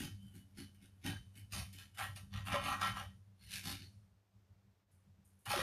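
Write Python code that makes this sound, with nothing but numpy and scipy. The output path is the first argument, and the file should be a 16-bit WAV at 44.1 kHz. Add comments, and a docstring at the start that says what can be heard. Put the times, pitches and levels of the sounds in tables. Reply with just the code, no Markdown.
"""A serrated knife saws through a crusty loaf on a wooden board in a small kitchen.
Teeth crack the crust (clumped clicks through filters), shake the loaf and make the blade ring (decaying modes);
at the bottom they rasp on the board. The slice falls, and knife and slice bump the board (damped tones).
The knife is drawn out along the crust, rests, and bites into the top again. The counter booms softly
under the hands (low filtered noise), the room adds reflections, and a faint hiss lies behind."""
import sys
import numpy as np
from scipy import signal
from scipy.io import wavfile
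from scipy.ndimage import uniform_filter1d

SR = 44100
rng = np.random.default_rng(int(sys.argv[2]) if len(sys.argv) > 2 else 0)


def dump(signal):
    """Clip the signal to [-1, 1] and save it as 16-bit WAV at the path in sys.argv[1]."""
    limited = np.clip(np.atleast_2d(signal).T, -1, 1)
    pcm = np.round(limited * 32767).astype(np.int16)
    wavfile.write(sys.argv[1], SR, pcm)


N = 247842
TIME = np.arange(N) / SR  # seconds

# Levels in the tables are relative: later gains shift them.

# Strokes of the knife. The one long hold is the blade dragging on the board under the last short strokes of the cut.
# Columns: full_bite_s, rise_s, hold_s, crunch_db (crust), fizz_db (finest flakes), rasp_db (board),
# shudder_db (loaf), boom_db (counter), ring_db (how firmly the blade is driven to ring)
STROKES = [ (0.0, .03, 0.049, -48.5, -55.5, -64, -46.5, -51, -3),
           (0.235, .15, .11, -79, -76.5, -100, -76, -62, -6),
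           (0.355, 0.061, 0.013, -69.5, -65.5, -92, -59.5, -56, -12),
           (0.585, 0.049, 0.028, -57.5, -62, -75, -53.5, -54, -6),
           (0.83, .06, 0.021, -69, -72, -98, -67.5, -65, -6),
           (1.057, 0.037, 0.026, -43, -54, -59, -44, -45, 0.5),
           (1.365, 0.039, 0.018, -64, -62, -83, -65.5, -56, -1),
           (1.531, .028, 0.063, -46, -51, -53.5, -64, -44.5, -5.5),
           (1.736, .02, 0.026, -62.5, -64, -87, -67.5, -57, -5),
           (1.787, .06, 0.02, -54.5, -62, -72, -82, -58.5, -1),
           (1.95, .015, .02, -66, -67, -85, -84, -66, -2),
           (1.989, .045, .05, -49.5, -52, -44, -76.5, -52.5, -2.5),
           (2.161, 0.02, 0.013, -57, -60, -60.5, -78, -60, -1.5),
           (2.336, 0.037, 0.05, -54, -67, -52, -77, -42.5, 0.5),
           (2.468, 0.044, .04, -57, -56, -43.5, -62.5, -44.5, 0),
           (2.504, .03, .445, -54, -67, -45.5, -60.5, -48.5, 2),
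           (2.523, 0.047, 0.028, -45, -54, -37.5, -52, -53, 0),
           (2.657, 0.13, 0.071, -46.5, -54, -39.5, -56, -51, 0),
           (2.814, 0.034, 0.063, -43.5, -53.5, -37.5, -64, -48, 1),
           (2.966, .07, 0.036, -51, -59, -44, -73, -52.5, 2.5),
           (3.437, 0.086, 0.044, -66, -68.5, -100, -97, -59.5, -6.5),
           (3.53, 0.083, 0.04, -44, -50.5, -64.5, -82, -56, -11.5),
           (3.66, 0.089, .06, -44, -52, -56, -53, -50.5, -10.5),
           (3.796, .04, 0.041, -60, -71.5, -100, -65.5, -54.5, -14),
           (5.457, 0.008, .028, -54, -58, -47, -84, -50.5, 2.5),
           (5.505, 0.038, 0.057, -40, -48.5, -39, -62.5, -54, 0.5),
           (5.574, .03, .035, -42, -50.5, -39, -51, -51, 0.5), ]
FULL_BITE_S, _, _, CRUNCH_DB, FIZZ_DB, RASP_DB, SHUDDER_DB, BOOM_DB, RING_DB = np.transpose(STROKES)


def sawing():
    """The teeth break the crust; the same jolts drive blade, board and loaf."""
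    bite = teeth(per_s=100, unevenness=0.5, depth_db=8.5)
    crackle = fractures(per_s=2400, spread_db=3.5, bite=bite, rub=0.08)
    catches = snaps()
    firm_db = np.interp(TIME, FULL_BITE_S, RING_DB)
    crunch = crunching(crackle, catches, firm_db)
    rasp = rasping(bite)
    contact = crust(crunch, firm_db) + flakes(crackle, catches) + scrape(rasp)
    cutting = sliding(contact, depth_db=5, width_hz=100, hold_s=0.03)
    return cutting + blade(crunch, firm_db) + board(rasp, knocks()) + singing() + shudder(bite)


def teeth(per_s, unevenness, depth_db):
    """Teeth pass at an uneven pace, each biting with its own strength."""
    wander = evened(uniform_filter1d(rng.standard_normal(N), size=400))
    pace_per_s = per_s * np.exp(unevenness * wander)
    teeth_passed = np.cumsum(pace_per_s) / SR
    strength = rng.uniform(0.3, 1, N)[teeth_passed.astype(int)]
    return gain_of(depth_db * strength * np.sin(np.pi * teeth_passed) ** 2)


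def fractures(per_s, spread_db, bite, rub):
    """Tiny breaks of very unequal size, clumped by the bite of the teeth, over a smooth rub."""
    sizes = gain_of(spread_db * np.minimum(rng.exponential(1, N), 4))
    breaks_now = rng.random(N) < per_s / SR
    clicks = sizes * rng.choice([-1, 1], N) * breaks_now
    grain = evened(clicks) + rub * rng.standard_normal(N)
    return steadied(bite * grain, seconds=0.055)


# Flakes of crust that catch on a tooth and break free. Columns: start_s, level_db
SNAPS = [(0.581, -47), (0.746, -57.5), (1.0146, -63), (1.04, -46), (1.058, -46), (1.355, -57),
         (1.5223, -35.5), (1.7284, -44.5), (1.9849, -34.5), (2.1599, -38), (2.4692, -39), (2.812, -38.5),
         (5.456, -39.5), (5.4924, -34)]


def snaps():
    """A sharp break, then a few milliseconds of crumbling."""
    out, t = np.zeros(N), TIME[:SR // 25]
    grits = rng.standard_normal((len(SNAPS), len(t)))
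    for (start_s, level_db), grit in zip(SNAPS, grits):
        crumbling = grit * np.exp(-t / 0.015)
        add(out, start_s, gain_of(level_db - 12.5) * crumbling)
    return out


# How the crunch follows a stroke: lag_s, steepness (of the swell), release_db_per_s,
# sliding_db (level while the blade only slides in the loaf)
CRUNCH_LAW = (0.0, 1.0, 219, -86)


def crunching(crackle, catches, firm_db):
    """The crunch is shared between the open crackle of the crust and the ring of the gripped blade."""
    # a firmly driven blade takes more of the crackle
    crackle_share = 1 / np.hypot(1, gain_of(firm_db))
    crackling = crackle * gain_of(stroked(CRUNCH_DB, CRUNCH_LAW)) * crackle_share
    return crackling + gain_of(-2.5) * catches


# Colour of the cracking crust. Columns: pitch_hz, level_db (per Hz)
CRUST = [(500, -50), (850, -6), (1050, -3.5), (1300, -4), (1800, 4), (2500, 3), (3300, 0.5), (4400, 2),
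         (6600, -7), (7700, -21), (14000, -25.5)]


def crust(crunch, firm_db):
    """Breaking crust gives the crunch its colour, thinner in the lows when the contact is light."""
    return gain_of(1.0) * thinned(through(crunch, colour(CRUST)), firm_db)


def thinned(x, firm_db):
    """Weakens the lower part of the crunch where the flat of the blade only slides past."""
    lowpass = signal.butter(4, 1330, fs=SR, output="sos")  # cutoff in Hz
    lows = signal.sosfiltfilt(lowpass, x)
    return x - (1 - gain_of(np.minimum(firm_db, 0))) * lows


# Modes of the steel blade held in the loaf. Columns: pitch_hz, level_db, t60_s (time to fall by 60 dB)
BLADE_MODES = [(684, -24, 0.12), (910, -18.5, 0.12), (1340, -40.5, 0.18), (1569, -1, 0.18),
               (1858, 1, 0.035), (1879, 3, .06), (2225, -7, 0.16), (3025, 1.5, 0.075), (3060, 2, 0.17),
               (3580, -2.5, 0.017), (3806, 1, 0.044), (4396, -9.5, 0.044), (5800, -9, 0.02),
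               (8950, 1, 0.063), (9720, -2, 0.05), (12800, -5, 0.046)]


def blade(crunch, firm_db):
    """The crunch strikes the steel, whose modes ring and die away."""
    return gain_of(-0.5) * through(crunch * gain_of(firm_db), ringing(BLADE_MODES))


# Colour of the finest flakes. Columns: pitch_hz, level_db (per Hz)
FLAKES = [(2000, -54.5), (5500, -14), (7900, -7.5), (8600, -4), (9100, 1.5), (11000, -1), (14300, -12.5)]
# How their fizz follows a stroke: lag_s, steepness, release_db_per_s, sliding_db
FIZZ_LAW = (0, 1.0, 240.5, -87)
# The teeth brush the top of the loaf before the next cut. Columns: start_s (fullest moment), fizz_db
BRUSHES = [(4.915, -78.5), (5.249, -73), (5.392, -75)]


def flakes(crackle, catches):
    """The finest flakes fizz with each stroke, each catch and each brush of the teeth."""
    brushes_db = [db + swell(s, rise_s=0.0094, hold_s=0, release_db_per_s=110) for s, db in BRUSHES]
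    fizz_db = np.max([stroked(FIZZ_DB, FIZZ_LAW), *brushes_db], axis=0)
    fizz = gain_of(1.45) * crackle * gain_of(fizz_db)
    return through(fizz + gain_of(-1) * catches, colour(FLAKES))


# How the rasp follows a stroke: lag_s, steepness, release_db_per_s, sliding_db
RASP_LAW = (0.0035, 1.36, 270, -102)


def rasping(bite):
    """Harder contact: the teeth jolt against the wooden board."""
    grain = fractures(per_s=1500, spread_db=2.5, bite=bite, rub=0.13)
    return grain * gain_of(stroked(RASP_DB, RASP_LAW))


# Colour of the scrape on the board. Columns: pitch_hz, level_db (per Hz)
BOARD = [(250, -40), (430, -14.5), (560, -7), (680, -5.5), (830, -2.5), (950, -14.5), (1080, 3.5),
         (1320, -2.5), (1550, -3), (1880, -9), (2250, -7), (3200, -11), (4300, -20), (6000, -44.5)]


def scrape(rasp):
    """The rasp is coloured by the board."""
    return gain_of(1) * through(rasp, colour(BOARD))


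# Modes of the wooden board. Columns: pitch_hz, level_db, t60_s
BOARD_MODES = [(547, -19, 0.361), (566.3, -1.5, 0.16), (619, -17, 0.24), (700, -17.5, 0.053),
               (834, -4.5, 0.17), (1050, 6, 0.14), (1109, 3, 0.1), (1327, -4, 0.067), (1344, 8, 0.22),
               (1658, -4.5, 0.14), (1889, 8.5, 0.2), (3060, -2.5, .2)]


def board(rasp, blows):
    """Rasp and blows set the board's modes ringing; the blows are also heard directly."""
    push = gain_of(-6) * rasp + gain_of(-10) * blows
    return through(push, ringing(BOARD_MODES)) + gain_of(-8) * blows


# The slice and the blade bump the board. Columns: start_s, level_db, pitch_hz
KNOCKS = [(2.523, -35, 1266), (2.541, -29, 590), (2.553, -28, 598), (2.556, -31.5, 1045),
          (2.710, -32, 1190), (2.826, -26, 1200), (2.861, -27.5, 1232), (5.507, -29, 833),
          (5.537, -28, 613), (5.562, -37, 356), (5.588, -34, 512)]


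def knocks():
    """Short, strongly damped blows on the wood."""
    out, t = np.zeros(N), TIME[:SR // 25]
    for start_s, level_db, pitch_hz in KNOCKS:
        age = pitch_hz * t / 1.9  # 1 at the peak of the blow
        shape = age * np.exp(1 - age)
        add(out, start_s, gain_of(level_db) * np.sin(2 * np.pi * pitch_hz * t) * shape)
    return out


# Friction makes the sliding blade sing for a moment. Columns: start_s, length_s, pitch_hz, width_hz, level_db
SINGS = [(0.169, 0.15, 3065, 27, -70.5), (0.299, 0.16, 2973, 20, -73), (0.564, 0.14, 2960, 26, -71.5),
         (0.565, 0.071, 1830, 83, -64.5), (0.57, 0.075, 4360, 170, -60), (0.725, 0.15, 2980, 24, -80),
         (0.81, 0.049, 2170, 51, -75), (1.035, 0.12, 819, 100, -52.5), (1.04, 0.16, 1602, 170, -53.5),
         (1.327, .14, 2990, 25, -71), (1.345, 0.098, 2240, 35, -70), (1.553, 0.095, 676, 76, -58),
         (1.709, .16, 3030, 42, -60.5), (1.781, .06, 1628, 113, -62), (1.93, 0.097, 2974, 33, -64),
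         (1.988, 0.097, 1812, 150, -46), (3.378, 0.18, 4330, 120, -68), (3.73, 0.088, 1743, 70, -67),
         (3.778, 0.11, 4350, 140, -61)]


def singing():
    """Friction feeds one mode for a moment: a narrow, unsteady tone."""
    out = np.zeros(N)
    all_slips = rng.standard_normal((len(SINGS), SR // 2))
    for (start_s, length_s, pitch_hz, width_hz, level_db), slips in zip(SINGS, all_slips):
        t = TIME[:int(length_s * SR)]
        # irregular slips jog the phase, which widens the tone
        jogs = np.cumsum(uniform_filter1d(slips, size=40))[:len(t)]
        drift = jogs * np.sqrt(2 * np.pi * width_hz / SR)
        shake = gain_of(2 * evened(uniform_filter1d(slips, size=250)))[-len(t):]
        fade = signal.windows.tukey(len(t), 0.5)
        tone = np.sin(2 * np.pi * pitch_hz * t + drift)
        add(out, start_s, gain_of(level_db) * fade * shake * tone)
    return out


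# Colour of the shaking loaf. Columns: pitch_hz, level_db (per Hz)
LOAF = [(70, -8.5), (130, -2.5), (230, 7), (320, 3.5), (400, -17), (500, -26), (650, -35), (840, -15),
        (1060, -58), (1450, -11), (2200, -34.5)]
# How the shudder follows a stroke: lag_s, steepness, release_db_per_s, sliding_db
SHUDDER_LAW = (0, 1.4, 290, -82)


def shudder(bite):
    """The soft loaf follows only the slow part of the jolts."""
    jolts = fractures(per_s=400, spread_db=2, bite=bite, rub=0.14)
    shaking = steadied(through(jolts, colour(LOAF)), seconds=0.039)
    return gain_of(4.0 + stroked(SHUDDER_DB, SHUDDER_LAW)) * shaking


def sliding(x, depth_db, width_hz, hold_s):
    """Resonances come and go as the point of contact slides along the blade."""
    hz, frame_s, z = signal.stft(x, SR, nperseg=512, noverlap=384)
    # random patches, smooth across pitch and along time
    across = np.exp(-0.5 * ((hz[:41] - hz[20]) / width_hz) ** 2)
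    along = np.exp(-0.5 * ((frame_s[:121] - frame_s[60]) / hold_s) ** 2)
    field = evened(signal.fftconvolve(rng.standard_normal(z.shape), np.outer(across, along), "same"))
    patches = gain_of(depth_db * np.tanh(field))
    return signal.istft(z * evened(patches), SR, nperseg=512, noverlap=384)[1][:N]


def stroked(levels_db, law):
    """Level in dB of one part as it follows the strokes, with a light rub between them."""
    lag_s, steepness, release_db_per_s, sliding_db = law
    # at 3.1 s the slice is off and the blade comes free
    level_db = sliding_db - release_db_per_s * np.maximum(TIME - 3.1, 0)
    for (bite_s, rise_s, hold_s, *_), db in zip(STROKES, levels_db):
        stroke_db = db + swell(bite_s + lag_s, rise_s / steepness, hold_s, release_db_per_s)
        level_db = np.maximum(level_db, stroke_db)
    return level_db


def swell(s, rise_s, hold_s, release_db_per_s):
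    """Level in dB of one movement: it swells up to time s, is held, then dies away."""
    age = TIME - s
    rising = 30.5 * np.minimum(age, 0) / max(rise_s, 1 / SR)  # climbs 30.5 dB in rise_s
    sagging = 19 * np.maximum(age, 0)  # slackens by 19 dB per s; the release adds to this
    return rising - sagging - abs(release_db_per_s) * np.maximum(age - hold_s, 0)


# Colour of the booming counter. Columns: pitch_hz, level_db (per Hz)
COUNTER = [(20, -40.5), (35, -31.5), (48, -15), (68, -11.5), (84, -11), (96, 4), (112, -10), (140, -17.5),
           (180, -19.5), (196, -3.5), (215, -26), (300, -46), (600, -64)]
# How the boom follows a stroke: lag_s, steepness, release_db_per_s, sliding_db
BOOM_LAW = (0.02, 0.4, 125, -64)
# The hands shift their grip and nudge the counter. Columns: start_s (fullest moment), boom_db
NUDGES = [(0.125, -49.5), (0.24, -53), (1.115, -46.5), (1.271, -57.5), (1.42, -54), (1.68, -54),
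          (2.095, -48.5), (2.22, -53), (2.9, -47), (3.04, -50.5), (3.16, -57), (3.28, -60.5), (3.96, -58.5),
          (4.12, -67), (4.36, -65), (4.51, -63.5), (4.66, -67), (4.94, -66.5), (5.08, -63), (5.2, -64),
          (5.33, -68)]


def counter():
    """The worktop booms at its lowest modes with each stroke and each shift of the hands."""
    resting_db = -79.5
    push_db = np.maximum(stroked(BOOM_DB, BOOM_LAW), resting_db)
    for s, db in NUDGES:
        nudge_db = db + swell(s, rise_s=0.098, hold_s=0.022, release_db_per_s=93)
        push_db = np.maximum(push_db, nudge_db)
    boom = steadied(through(rng.standard_normal(N), colour(COUNTER)), seconds=0.15)
    return gain_of(push_db + 0.5) * boom


# How long the kitchen rings on. Columns: pitch_hz, t60_s
KITCHEN = [(150, 0.41), (500, 0.16), (1500, 0.29), (4000, 0.5), (9000, 0.91), (14000, 0.47)]


def kitchen(x, near_db, tail_db):
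    """Quick reflections from worktop and appliances, then the tail of the hard-walled room."""
    t = TIME[:SR * 3 // 4]
    taps = rng.choice([-1., 1.], len(t)) * (rng.random(len(t)) < 3000 / SR)  # about 3000 per s
    near = taps * np.exp(-t / 0.02) * (t > 0.003)
    # each pitch dies away at its own rate
    hz, frame_s, z = signal.stft(taps * (t > 0.025), SR, nperseg=256)
    decay = gain_of(-60 * frame_s / read(KITCHEN, hz)[:, None])
    tail = signal.istft(z * decay, SR, nperseg=256)[1]
    return gain_of(-2.5) * x + gain_of(near_db) * through(x, near) + gain_of(tail_db) * through(x, tail)


# Colour of the hiss. Columns: pitch_hz, level_db (per Hz)
HISS = [(60, -27.5), (250, 5), (700, 0.5), (1400, -4), (2800, -8.5), (5600, -11.5), (10000, -19),
        (14000, -16.5)]
# The hiss dips briefly. Columns: start_s, level_db (change)
HISS_DIPS = [(4.05, 0), (4.3, -3), (4.36, 0), (4.82, -1), (4.86, -8), (4.9, 0)]


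def hiss():
    """Faint background of filtered noise, even but for brief dips."""
    dip_db = np.interp(TIME, *np.transpose(HISS_DIPS))
    return gain_of(-81 + dip_db) * through(rng.standard_normal(N), colour(HISS))


def gain_of(db):
    """Decibels to amplitude."""
    return 10 ** (np.asarray(db) / 20)


def evened(x):
    """Scales to an rms (average strength) of 1."""
    return x / np.sqrt(np.mean(x ** 2) + 1e-20)


def steadied(x, seconds):
    """Holds the power at 1 over spans longer than the given time, keeping the finer grain."""
    window = np.hanning(int(seconds * SR) + 3)
    power = signal.fftconvolve(x ** 2, window / window.sum(), "same")
    return x / np.sqrt(abs(power) + 1e-9)


def read(points, hz):
    """Reads a table on a logarithmic frequency axis."""
    f, value = np.transpose(points)
    return np.interp(np.log(hz + 1), np.log(f + 1), value)


def colour(spectrum, size=8192):
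    """Impulse response with the given spectrum, sounding only after the impulse."""
    hz = abs(np.fft.fftfreq(size, 1 / SR))
    log_gain = np.log(gain_of(read(spectrum, hz)))
    # the Hilbert transform finds the phase that puts the energy as early as possible
    response = np.fft.ifft(np.exp(np.conj(signal.hilbert(log_gain)))).real
    return response[:size // 2]


def ringing(modes):
    """Impulse response of decaying modes; the dB give each mode's energy."""
    t = TIME[:SR // 2]
    response = np.zeros(len(t))
    for hz, db, t60 in modes:
        response += gain_of(db - 60 * t / t60) / np.sqrt(t60) * np.sin(2 * np.pi * hz * t)
    return response


def through(x, response):
    """Passes x through an impulse response scaled to unit energy."""
    return signal.fftconvolve(x, response / np.linalg.norm(response))[:N]


def add(mix, s, sound):
    """Mixes a sound in at time s."""
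    part = mix[round(s * SR):][:len(sound)]
    part += sound[:len(part)]


def scene():
    """Knife and loaf in the room, over the boom of the counter and the hiss."""
    cutting = kitchen(sawing(), near_db=-8.0, tail_db=-21.5)
    return (cutting + counter() + hiss())[None]


def record(dry):
    """Limits the band: a steep filter removes what lies above about 14400 Hz."""
    lowpass = signal.firwin(511, 14400, window=("kaiser", 9), fs=SR)
    return signal.oaconvolve(dry, lowpass[None], "same")


dry = scene()
out = record(dry)
dump(out)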